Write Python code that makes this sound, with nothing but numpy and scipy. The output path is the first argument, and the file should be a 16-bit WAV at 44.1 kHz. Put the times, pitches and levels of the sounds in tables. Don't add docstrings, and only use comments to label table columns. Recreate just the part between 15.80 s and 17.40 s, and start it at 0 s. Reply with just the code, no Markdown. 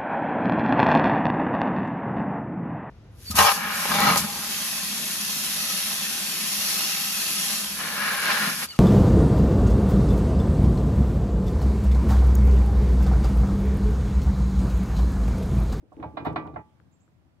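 import sys
import numpy as np
from scipy import signal
from scipy.fft import rfft, irfft
from scipy.io import wavfile
from scipy.ndimage import uniform_filter1d

SR = 44100
rng = np.random.default_rng(int(sys.argv[2]) if len(sys.argv) > 2 else 0)


def volts_from_decibels(level):
    exponent = np.asarray(level, float) / 20
    return 10 ** exponent


def persist_wave(psi):
    counts = np.round(np.clip(psi, -1, 1) * 32767).astype(np.int16)
    wavfile.write(sys.argv[1], SR, np.atleast_2d(counts).T)


N = 70560

# (frequency [Hz], density [dB per Hz])
AIR_SPECTRUM = [(15, -64), (25, -53), (75, 1.5), (342, -11), (391, -21), (424, -20.5), (670, -19.5),
                (831, -21), (15700, -49.5)]
# (frequency [Hz], correlation [-1 to 1])
AIR_LIKENESS = [(60, 0.71), (240, 0.43), (950, 0.086), (3770, -0.21), (15000, 0.15)]
# (frequency [Hz], left over right [dB])
AIR_BALANCE = [(60, 11), (240, 0.5), (950, -3.5), (3770, -2), (15000, -2.5)]
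# (time [s], level [dB], start pitch [Hz], end pitch [Hz])
CHIRPS = [
    (1.112, -84, 7330, 7260),
    (1.123, -78, 6300, 7420),
    (1.135, -75.5, 7280, 7760),
    (1.199, -79, 6060, 7400),
    (1.211, -77, 7350, 7560),
    (1.221, -83, 7440, 8200),
    (1.235, -83, 7350, 7380),
]
# (time [s], level [dB], centre
# [Hz], width [Hz], t60 [s])
GRIT_SPRAYS = [(0.128, -76, 7400, 8000, 0.051), (0.201, -83.5, 9600, 1500, 0.021),
               (.226, -78, 10130, 1200, 0.061), (0.371, -70, 10600, 9000, 0.022),
               (.375, -76.5, 8380, 500, 0.047), (0.447, -69.5, 8350, 9000, 0.18),
               (0.454, -66, 14200, 1800, 0.077), (0.531, -70.5, 7000, 16400, 0.012),
               (0.477, -84.5, 14600, 900, .08), (0.56, -77.5, 9860, 9100, 0.029),
               (0.665, -75, 3600, 2470, .06), (.228, -70, 3300, 2600, 0.076),
               (0.371, -65, 3500, 2400, 0.079), (.464, -58, 3200, 2600, .07), (.560, -53, 3500, 2400, .07),
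               (.760, -62.5, 2200, 1210, 0.067)]
# (time [s], level [dB], centre [Hz], left over right [dB])
TICKS = [(0.167, -51, 2320, -14), (0.201, -52.5, 2170, -27), (.452, -62, 11600, -8), (.456, -61, 14000, -8),
         (0.468, -50, 5000, -10.5), (.5315, -58.5, 4540, -9.5), (0.5306, -56, 11000, -12),
         (0.56, -62.5, 9000, -6.5), (.676, -47, 2960, -17), (1.0006, -47.5, 1410, 15.5),
         (1.0008, -63, 3150, 11), (1.279, -54, 1300, 12)]
# (time [s], panel level [dB], frame level [dB])
THUDS = [(0.028, -54, -55), (0.118, -58, -72), (0.1698, -41.5, -51.5), (0.191, -40.5, -42),
         (.206, -38, -36), (0.242, -42, -38.5), (0.259, -49, -39), (0.288, -57, -48.5), (0.339, -45, -44.5),
         (0.371, -40.5, -62), (0.401, -40, -36.5), (.426, -41, -46.5), (0.466, -29, -26), (0.488, -39, -45),
         (.512, -40, -30.5), (.538, -40.5, -50.5), (.562, -36, -41), (0.581, -34.5, -38.5),
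         (0.63, -43, -37), (0.661, -44.5, -35.5), (0.693, -45.5, -48), (0.734, -47.5, -36),
         (0.774, -43.5, -39.5), (0.998, -63, -55), (1.28, -68, -55.5)]
# (frequency [Hz], level [dB], t60 [s])
PANEL_MODES = [(226, -8, 0.12), (288.5, 5.5, 0.09), (313.7, -0.5, 0.24), (423.3, -7.5, 0.25),
               (490.6, -8.5, 0.16)]
# (frequency [Hz], level [dB], t60 [s])
FRAME_MODES = [(62, -44.5, 0.17), (79, -9, 0.46), (114.8, -2, 0.19), (158.3, -3, 0.21), (190, -15, 0.052)]
# (frequency [Hz], level [dB], t60 [s])
PIN_MODES = [(859, 0, .38), (1168, 0, .55), (1157, -12, .5)]
# (time [s], low note level [dB], high pair level [dB])
PIN_HITS = [
    (.200, -60, -62),
    (.238, -43, -53),
    (.372, -41, -49),
    (.461, -43, -46),
    (.561, -41, -40),
    (.763, -43, -54),
]
# (time [s], strength [dB], contact time [ms], seating time [s], shackle ring level [dB])
KNOCKS = [(.030, -66, 1, 0.0037, -17), (.118, -38, 1, 0.0026, -24), (.130, -67, 0.21, .003, -7),
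          (.170, -34.5, 0.69, 0.025, -13), (.200, -44.5, 0.33, 0.0022, -8),
          (0.225, -32.5, 0.23, 0.0018, -5.5), (.241, -38, 0.85, 0.0026, -10), (.234, -22.5, 1, 0.0031, -10),
          (0.252, -64, 0.24, 0.0037, -13), (0.369, -21.5, 0.23, 0.0029, -5),
          (.448, -32.5, 0.11, 0.0015, -7), (.452, -26, 0.16, 0.0019, -8.5), (.458, -30, 0.26, 0.0012, -17),
          (.463, -24.5, 0.3, 0.0011, -21.5), (.468, -31.5, 0.13, 0.002, 2),
          (0.487, -20, 0.74, 0.011, -18.5), (0.5585, -18.5, 0.24, 0.0016, -4),
          (.566, -42, 0.084, 0.00069, 2), (.648, -25.5, 0.69, 0.0068, -8), (.670, -41.5, 0.25, 0.0028, -12),
          (.688, -52, 1, 0.0045, -22), (.737, -44, 0.11, 0.0032, -16), (0.759, -25, 0.48, 0.0015, -4.5)]
SHACKLE_HZ = [648, 943, 1002, 1319, 1453, 1590, 1834, 1975, 2263, 2423, 2942, 3570, 3900, 4409]
# (level [dB], t60 [s])
SHACKLE_DECAYS = [(-16, 0.53), (-13.5, 0.35), (-14.5, .3), (-8, 0.16), (-12, 0.12), (-11, 0.25),
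                  (-15, 0.19), (-12, 0.21), (-12, 0.2), (-14.5, 0.31), (-16.5, 0.15), (-8.5, 0.13),
                  (-14, 0.086), (-16.5, 0.072)]
# (frequency [Hz], level [dB], t60 [s])
BLOCK_MODES = [(500, -10, 0.044), (621.2, -7.5, 0.11), (734.5, 6.5, 0.034), (1100, 4, 0.031),
               (1371, -8, 0.051), (1612, -5, 0.041), (1790, -8, 0.029), (2070, -15.5, 0.067),
               (2448, -20, 0.14), (2920, -50.5, 0.11), (3820, -25, 0.059), (4260, -31, 0.052),
               (5400, -34, 0.053)]
# (frequency [Hz], level [dB], t60 [s])
ROCKING_MODES = [(944, 1.5, 0.073)]
# (start time [s], end time [s])
ROCKING_SPANS = [
    (.22, .26),
    (.44, .5),
    (.64, .7),
]
# (frequency [Hz], density [dB per Hz])
SCATTER_SPECTRUM = [(260, -39), (450, -14.5), (853, -3.5), (1660, -23), (2470, -24.5), (2990, -29),
                    (3890, -29), (6340, -45.5), (9000, -56.5), (11700, -84), (19800, -120)]

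STEEL_PAN_DB = -4.5
GRIP_S = 0.818


def evened(x):
    return x / np.sqrt(np.mean(x ** 2) + 1e-20)


def read(points, hz):
    f, value = np.transpose(points)
    return np.interp(np.log(hz + 1), np.log(f + 1), value)


def add(mix, s, sound):
    part = mix[:, max(round(s * SR), 0):][:, :sound.shape[1]]
    part += sound[:, :part.shape[1]]


def sides(pan_db):
    return volts_from_decibels(np.array([[.5], [-.5]]) * pan_db)


def ring(modes, side_share, size):
    spread_db, side_spread_db, side_turn = 1.5, 2.5, 1.43
    wander = 0.79
    phase_shake = .12
    hz, db, t60 = np.transpose(modes)[:, :, None]
    t = np.arange(size) / SR
    level_draw, lean_draw, turn_draw, phase_draw = rng.standard_normal((4, len(modes), 1))
    k = np.arange(len(modes))[:, None]
    envelope = volts_from_decibels(db + spread_db * level_draw - 60 * t / np.maximum(t60, .005))
    wave = envelope * np.exp(2j * np.pi * (hz * t + phase_shake * phase_draw))
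    lean_db = side_spread_db * (np.sin(k ** 2) + wander * lean_draw)
    turn = side_turn * (1 + np.cos(k ** 2) + wander * turn_draw) * np.sqrt(hz / 700)
    ears = []
    for ear in (.5, -.5):
        weight = volts_from_decibels(ear * side_share * lean_db) * np.exp(1j * ear * side_share * turn)
        ears.append((weight[:, 0] @ wave).imag)
    return np.array(ears)


def burst(gain, t60, same, size):
    spectrum = rfft(rng.standard_normal((2, size))) * gain(np.fft.rfftfreq(size, 1 / SR))
    noise = irfft(spectrum)
    return evened(noise + same * noise[::-1]) * volts_from_decibels(-60 * np.arange(size) / SR / max(t60, .004))


def air():
    level_db, patch_db, gust_db, settle_db_per_s = -64.5, 1.0, 1.3, -4
    lead_db, lead_s = -7.5, 0.13
    frames, hz = N // 256 + 5, np.fft.rfftfreq(1024, 1 / SR)
    a, b, c, d, patches = rng.standard_normal((frames, 513, 5)).T
    patches = uniform_filter1d(uniform_filter1d(patches, size=10, axis=0), size=10, axis=1)
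    gust = evened(uniform_filter1d(rng.standard_normal((2, 1, frames)), size=5, axis=2))
    same = np.clip(read(AIR_LIKENESS, hz), -1, 1)[:, None]
    left = a + 1j * b
    right = same * left + np.sqrt(1 - same ** 2) * (c + 1j * d)
    low = 1 / (1 + (hz[:, None] / 350) ** 2)
    balance = np.array([.5, -.5])[:, None, None] * read(AIR_BALANCE, hz)[:, None]
    colour_db = read(AIR_SPECTRUM, hz)[:, None] + patch_db * evened(patches) + gust_db * gust * low + balance
    z = np.array([left, right]) * volts_from_decibels(colour_db)
    wash = evened(signal.istft(z, nperseg=1024, noverlap=768)[1][:, :N])
    t = np.arange(N) / SR
    still = volts_from_decibels(lead_db * np.exp(-(t / lead_s) ** 4))
    return still * volts_from_decibels(level_db + settle_db_per_s * (t - 2.5)) * wash


def bird():
    syllable_s, pan_db, echo_db, echo_t60 = .016, -11.5, -2, 0.39
    out, u = np.zeros((2, N)), np.linspace(0, 1, round(syllable_s * SR))
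    for s, db, hz0, hz1 in CHIRPS:
        flutter = 800 * uniform_filter1d(rng.standard_normal(len(u)), size=40)
        turns = np.cumsum(hz0 + (hz1 - hz0) * u + flutter) / SR
        whistle = np.sin(np.pi * u) * np.sin(2 * np.pi * turns)
        add(out, s, volts_from_decibels(db + 4.0) * sides(pan_db) * whistle)
    tail = rng.standard_normal((2, 6000)) * volts_from_decibels(-60 * np.arange(6000) / SR / echo_t60)
    echo = signal.fftconvolve(out, tail / np.linalg.norm(tail[0]), axes=1)[:, :N]
    return out + volts_from_decibels(echo_db) * echo


def spray(db, hz, width_hz, t60):
    grain_db, pan_db = 4.5, -9
    grain = volts_from_decibels(grain_db * evened(uniform_filter1d(rng.standard_normal(5000), size=70)))
    puff = burst(lambda f: np.exp(-(2 * (f - hz) / width_hz) ** 2), t60, 0.17, size=5000)
    return volts_from_decibels(db) * sides(pan_db) * grain * puff


def tick(db, hz, pan_db):
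    cycles = 5.15
    turns = np.arange(400) / SR * hz
    envelope = volts_from_decibels(db + 8 - 60 * turns / cycles) * (1 - np.exp(-2 * turns)) ** 2
    return sides(pan_db) * envelope * np.sin(2 * np.pi * turns)


def thud(panel_db, frame_db):
    rumble_db, rumble_t60, rise_s = -9, 0.8, 0.0015
    body = volts_from_decibels(panel_db) * ring(PANEL_MODES, 0.46, size=9000)
    body += volts_from_decibels(frame_db) * ring(FRAME_MODES, 0.63, size=9000)
    rumble = burst(lambda hz: hz / (hz + 60) / (1 + (hz / 450) ** 3), rumble_t60, 0.29, size=9000)
    body += volts_from_decibels(panel_db + rumble_db) * rumble
    return body * (1 - np.exp(-np.arange(9000) / SR / rise_s))


def pin():
    rise_s = .008
    out, t = np.zeros((2, N)), np.arange(20000) / SR
    ends = [row[0] for row in PIN_HITS[1:]] + [9]
    for (s, low_db, high_db), end in zip(PIN_HITS, ends):
        modes = np.array(PIN_MODES) + np.outer([low_db, high_db, high_db], [0, 1, 0])
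        hold = (1 - np.exp(-t / rise_s)) * np.exp(-np.maximum(t - end + s, 0) / rise_s)
        add(out, s, sides(STEEL_PAN_DB) * ring(modes, .3, size=20000) * hold)
    return out


def push(ms):
    turn = np.clip(np.arange(400) / (SR * max(ms, .02) / 1000), 0, 1)
    w = np.sin(np.pi * turn) ** 2 + 1e-9
    return w / w.sum()


def knock(rocking, db, contact_ms, seat_s, ring_db):
    scatter_db, scatter_t60 = -5.5, 0.2
    block_swell = 1.52
    u = np.arange(14000) / SR / max(seat_s, .0005)
    rise = 1 - np.exp(-u)
    swell = (1 - np.exp(-u[:6000] / block_swell)) ** 2
    scatter = burst(lambda hz: volts_from_decibels(read(SCATTER_SPECTRUM, hz)), scatter_t60, 0.17, size=6000)
    clank = 2 * swell * ring(BLOCK_MODES + ROCKING_MODES * rocking, 0.63, size=6000)
    clank += volts_from_decibels(scatter_db) * scatter * rise[:6000]
    long_ring = volts_from_decibels(ring_db) * rise * ring(np.c_[SHACKLE_HZ, SHACKLE_DECAYS], 0.73, size=14000)
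    gain = volts_from_decibels(db - 6.0) * sides(STEEL_PAN_DB)
    force = push(contact_ms)[None]
    return [gain * signal.fftconvolve(part, force, axes=1) for part in (long_ring, clank)]


def grip(db):
    return volts_from_decibels(db * np.clip((np.arange(N) / SR - GRIP_S) / 0.01, 0, 1))


def scene():
    shackle, block, bumper, grit = np.zeros((4, 2, N))
    for s, *row in KNOCKS:
        rocking = any(a < s < b for a, b in ROCKING_SPANS)
        long_ring, clank = knock(rocking, *row)
        add(shackle, s, long_ring)
        add(block, s, clank)
    for s, *row in THUDS:
        add(bumper if s < GRIP_S else grit, s, thud(*row))
    for s, *row in TICKS:
        add(grit, s, tick(*row))
    for s, *row in GRIT_SPRAYS:
        add(grit, s, spray(*row))
    steel = shackle * grip(-6) + block * grip(-10) + pin() * grip(-5)
    return steel + bumper * grip(-11) + grit + bird() + air()


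def roll_off(x):
    return signal.sosfilt(signal.butter(12, 15850, fs=SR, output="sos"), x)


def record(dry):
    x = signal.sosfilt(signal.butter(3, 64.4, "high", fs=SR, output="sos"), dry)
    x = signal.oaconvolve(x, signal.firwin(255, 15900, fs=SR)[None], "same")
    return roll_off(x)


dry = scene()
out = record(dry)
persist_wave(out)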